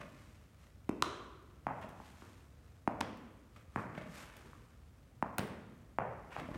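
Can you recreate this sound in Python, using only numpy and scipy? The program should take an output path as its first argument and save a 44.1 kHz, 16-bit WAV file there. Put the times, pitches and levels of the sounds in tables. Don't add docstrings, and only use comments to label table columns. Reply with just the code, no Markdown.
import sys
import numpy as np
from scipy import signal
from scipy.fft import rfft, irfft, next_fast_len
from scipy.io import wavfile
from scipy.ndimage import uniform_filter1d

SR = 44100
rng = np.random.default_rng(int(sys.argv[2]) if len(sys.argv) > 2 else 0)


def persist_wave(psi):
    counts = np.round(np.clip(psi, -1, 1) * 32767).astype(np.int16)
    wavfile.write(sys.argv[1], SR, np.atleast_2d(counts).T)


N = 289737
HALL_RADIUS_M = 3.38


def amp(db):
    return 10 ** (np.asarray(db) / 20)


def unit(x):
    return x / np.sqrt(np.mean(x ** 2) + 1e-20)


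def along(points, hz):
    point_hz, values = np.transpose(points)
    return np.interp(np.log(hz + 1), np.log(point_hz), values)


def noise(spectrum, size):
    hz = np.fft.rfftfreq(size, 1 / SR)
    white = rfft(rng.standard_normal(size))
    return unit(irfft(white * amp(along(spectrum, hz)), size))


def fade(t, t60):
    return np.exp(-np.log(1000) * np.maximum(t, 0) / t60) * (t >= 0)


def ring(t, hz, t60):
    return np.sin(2 * np.pi * hz * t) * fade(t, t60)


def push(t, hz, t60, rise):
    motion = ring(t, hz, t60) * (1 - np.exp(-np.maximum(t, 0) / rise))
    return np.diff(motion, prepend=0) * SR / (2 * np.pi * hz)


def puff(spectrum, size=256):
    hz = np.fft.rfftfreq(size, 1 / SR)
    pulse = np.roll(irfft(amp(along(spectrum, hz))), size // 2)
    return pulse / np.linalg.norm(pulse)


def soften(x, edge_hz, order):
    sos = signal.butter(order, min(edge_hz, SR / 2 - 1), fs=SR, output="sos")
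    return signal.sosfilt(sos, x)


def add(track, s, x):
    i = max(round(s * SR), 0)
    track[i:i + len(x)] += x[:max(len(track) - i, 0)]


def hall(x, build=0.0085, sparse=0.086):
    # (delay [s], level before softening [dB])
    walls = [(.0129, -12), (.0202, -11), (.0350, -16), (.0398, -15)]
    # (frequency [Hz], time [s])
    tail_t60 = [(100, 0.27), (260, 1.91), (600, 0.73), (1100, 1.115), (2500, 1.006), (5000, 0.72),
                (8000, 0.63), (14000, 0.26)]
    # (frequency [Hz], relative level [dB])
    tail_tone = [(50, -12), (130, 5), (340, -0.5), (520, 5), (800, -3), (2000, -1), (4000, -1.5),
                 (9000, -5), (15000, -1.5)]
    hz, t, z = signal.stft(rng.standard_normal(SR + SR // 4), SR, nperseg=256)
    z = z * amp(along(tail_tone, hz))[:, None] * fade(t, along(tail_t60, hz)[:, None])
    tail = signal.istft(z, SR, nperseg=256)[1]
    t = np.arange(len(tail)) / SR
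    tail *= (1 - np.exp(-(t / build) ** 2)) / np.sqrt(SR * .08)
    hits = rng.choice([-1, 1], len(t)) * (rng.random(len(t)) < 170 / SR)
    echoes = amp(-15) * hits * np.exp(-t / sparse) * (t > walls[1][0])
    for delay, db in walls:
        echoes[round(delay * SR)] += amp(db)
    return signal.fftconvolve(x, tail + soften(echoes, edge_hz=2300, order=1))


def ventilation():
    # (frequency [Hz], relative level [dB])
    air = [(12, -23), (20, -56), (50, 3), (74, 3.5), (130, -3), (177, -10.5), (210, -9.5), (422, -20),
           (472, -18), (527, -18.5), (1030, -28.5), (1220, -26.5), (2670, -38.5), (8180, -42),
           (16000, -44.5)]
    return amp(-59.0) * noise(air, N)


def swish(grain_db=2):
    # (time near the peak [s], level [dB], time scale of the rise [s])
    swishes = [(.17, -67, 0.18), (.64, -70, 0.043), (1.84, -71, 0.08), (2.07, -63.5, 0.049),
               (2.25, -65, 0.13), (2.67, -74, .045), (3.579, -71, 0.031), (3.8, -62.5, 0.03),
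               (4.189, -53.5, 0.042), (4.3, -65.5, 0.21), (6.38, -70.5, 0.086), (6.52, -68.5, 0.11)]
    # (frequency [Hz], relative level [dB])
    net = [(300, -3), (1200, 5), (2500, 1), (4500, -5.5), (6500, -6.5), (9000, -9), (10500, -14.5),
           (13000, -13), (16000, -32)]
    release = 0.99
    t = np.arange(N) / SR
    power = amp(-76) ** 2
    for s, db, rise in swishes:
        u = (t - s) / rise
        stroke = 2 * np.exp(-np.logaddexp(-u, u / release))
        power = power + (amp(db) * stroke) ** 2
    wobble = unit(uniform_filter1d(rng.standard_normal(N), size=150))
    grain = unit(amp(grain_db * wobble))
    return np.sqrt(power) * grain * noise(net, N)


def rubs(strokes, spectrum, hall_db):
    out = np.zeros(N)
    for s, db, length in strokes:
        u = np.arange(SR // 2) / SR / length
        wobble = unit(uniform_filter1d(rng.standard_normal(len(u)), size=240))
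        grain = unit(amp(4 * wobble))
        swell = 2 * np.sqrt(u) * np.exp(-2 * u * u)
        add(out, s, amp(db) * noise(spectrum, len(u)) * grain * swell)
    return out + amp(hall_db) * hall(out)[:N]


def shuffles():
    # (start [s], relative level [dB], time scale [s])
    thuds = [(.07, -57, 0.057), (1.84, -53.5, 0.048), (4.07, -58.5, .025), (4.45, -55, 0.032),
             (6.39, -50.5, 0.084), (6.512, -46, 0.015), (6.55, -46, 0.019)]
    # (frequency [Hz], relative level [dB])
    body = [(40, -2), (90, 4.5), (200, 4), (330, 2), (600, -19), (1200, -8), (4000, -91)]
    return rubs(thuds, body, hall_db=1)


def scuffs():
    # (start [s], relative level [dB], time scale [s])
    strokes = [(0, -50, 0.036), (1.81, -48.5, 0.04), (3.559, -57, 0.016), (3.94, -51.5, 0.033),
               (3.972, -48, 0.021), (4.012, -49.5, 0.025), (4.14, -62.5, 0.34), (6.305, -51.5, 0.063),
               (6.345, -48, 0.069), (6.387, -47, 0.025), (6.54, -52.5, 0.027)]
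    # (frequency [Hz], relative level [dB])
    turf = [(100, -4), (300, -11), (650, -7.5), (1500, -6), (2800, -13), (4000, -24), (9000, -34),
            (16000, -46)]
    return rubs(strokes, turf, hall_db=-0.5)


def ticks():
    # (time [s], relative level [dB])
    clicks = [(1.4255, -63), (1.8125, -56), (1.8905, -51), (3.1720, -54), (3.5625, -61), (4.3675, -46),
              (5.4715, -49), (5.7765, -63)]
    colour = [(500, 9.0), (2500, -4), (8000, -3), (16000, -6)]  # (frequency [Hz], relative level [dB])
    out, t = np.zeros(N), np.arange(SR // 20) / SR
    snap = fade(t, t60=.028)
    for s, db in clicks:
        add(out, s, amp(db) * snap * noise(colour, len(t)) / 2)
    return out + amp(3) * hall(out)[:N]


def bumps():
    # (time [s], relative level [dB], gain of its hall sound [dB])
    knocks = [(.003, -50, 4.5), (1.8436, -43.5, -3.5), (3.977, -39, -7.5), (4.0130, -44, 1),
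              (6.4864, -41, -5)]
    # (frequency [Hz], relative level [dB], time to lose 60 dB [s])
    edge = [(173, 12.5, 0.032), (604, 10.5, 0.032), (1180, -5, 0.0033), (2450, -15, .015)]
    out, t = np.zeros(N), np.arange(SR // 8) / SR
    for s, db, hall_db in knocks:
        note = amp(db - 3) * sum(amp(level) * push(t, hz, t60, rise=0.0021) for hz, level, t60 in edge)
        add(out, s, note)
        add(out, s, amp(hall_db) * hall(note))
    return out


def bounces():
    # (time [s], relative knock level [dB], knock pitch [Hz], knock time to lose 60 dB [s],
    # relative thump level [dB], thump pitch [Hz], distance [m])
    hops = [(0.8921, -27, 770, 0.0062, -17.5, 256, 2.28), (1.668, -19, 770, 0.0069, -30, 155, 4.04),
            (2.001, -41, 865, 0.012, -44, 206, 2.5), (2.2213, -39.5, 1020, 0.005, -40.5, 290, 4.7),
            (2.876, -14, 747, 0.0067, -19.5, 227, 1.92), (3.7601, -14.5, 880, 0.0028, -25, 163, 4.12),
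            (4.5322, -43, 1111, 0.0077, -57, 200, 3.8), (5.2256, -16, 877, 0.0068, -23.5, 190, 1.77),
            (5.9860, -13.5, 734, 0.0047, -32, 159, 3.32), (6.365, -24, 725, 0.005, -46, 179, 3.2)]
    fibres = [(1000, 11.5), (4000, -9.5), (9000, -11.5), (16000, -26)]  # (frequency [Hz], relative level [dB])
    out, t = np.zeros(N), np.arange(SR // 12) / SR
    for s, knock_db, knock_hz, knock_t60, thump_db, thump_hz, distance in hops:
        knock = push(t, knock_hz, knock_t60, rise=0.00035)
        knock = -1.8 * amp(knock_db) * soften(knock, edge_hz=2620, order=6)
        thump = push(t - .0018, thump_hz, t60=0.011, rise=0.00074)
        thump = -2.3 * amp(thump_db) * soften(thump, edge_hz=404, order=2)
        tick = amp(thump_db - 15.5) * noise(fibres, len(t)) * fade(t, t60=0.015)
        add(out, s, knock + thump + tick)
        boom = amp(knock_db - 17) * push(t, hz=116, t60=0.054, rise=0.0025)
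        echo = hall(knock + tick) + amp(-5) * hall(thump) + hall(boom)
        add(out, s, distance / HALL_RADIUS_M * echo)
    return out


def catches():
    # (time [s], relative pop level [dB], pitch ratio of the leather, relative crack level [dB],
    # crack treble edge [Hz], relative palm level [dB], palm pitch [Hz])
    blows = [(1.0233, -13.5, 0.985, -25, 10200, -27.5, 352), (3.0071, -33, 1.4, -34.5, 12000, -40.5, 274),
             (3.0107, -23, 0.83, -27, 4100, -30, 215), (5.3831, -28.5, 0.58, -23.5, 17000, -31.5, 400),
             (5.3930, -32, 0.89, -30, 6550, -27, 175)]
    # (frequency at ratio 1 [Hz], relative level [dB], time to lose 60 dB [s])
    leather = [(1000, -7.5, 0.024), (1190, -2.5, 0.015), (1405, -6, 0.014), (3250, -0.5, 0.0024),
               (4080, -7.5, 0.0087), (5640, 2, 0.0011)]
    # (frequency [Hz], relative level [dB])
    crack_colour = [(200, -21.5), (600, 10), (1800, 2.5), (4000, -8.5), (7000, -14), (9000, -7),
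                    (12000, -15), (16000, -6)]
    out, t = np.zeros(N), np.arange(SR // 12) / SR
    slap = fade(t, t60=.011)
    crackle = amp(-18.5) * fade(t, t60=0.075)
    hall_gain = 1.826 / HALL_RADIUS_M
    for s, pop_db, ratio, crack_db, edge_hz, palm_db, palm_hz in blows:
        pop = np.zeros(len(t))
        for k, (hz, db, t60) in enumerate(leather):
            pop += (-1) ** k * amp(db) * push(t, hz * ratio, t60, rise=0.000048)
        pop *= amp(pop_db)
        crack = amp(crack_db) * noise(crack_colour, len(t)) * (slap + crackle)
        hollow = push(t, palm_hz, t60=0.03, rise=0.00023)
        forearm = amp(-3.0) * push(t, hz=114, t60=0.029, rise=0.0012)
        palm = amp(palm_db) * (hollow + forearm)
        add(out, s, pop + soften(crack, edge_hz, order=2) + palm)
        add(out, s, hall_gain * (hall(pop) + amp(4) * hall(palm)))
        pulse = soften(puff(crack_colour), edge_hz, order=2)
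        add(out, s, hall_gain * amp(crack_db + 19) * hall(pulse))
    return out


def scene():
    background = ventilation() + swish() + shuffles()
    ball = scuffs() + ticks() + bumps() + bounces() + catches()
    return (background + ball)[None]


def record(dry, bass_hz=42, top_hz=15850):
    thin = signal.sosfilt(signal.butter(2, bass_hz, "high", fs=SR, output="sos"), dry)
    m = next_fast_len(N + SR // 2)
    kept = np.fft.rfftfreq(m, 1 / SR) < top_hz
    return irfft(rfft(thin, m) * kept, m)[..., :N]


dry = scene()
out = record(dry)
persist_wave(out)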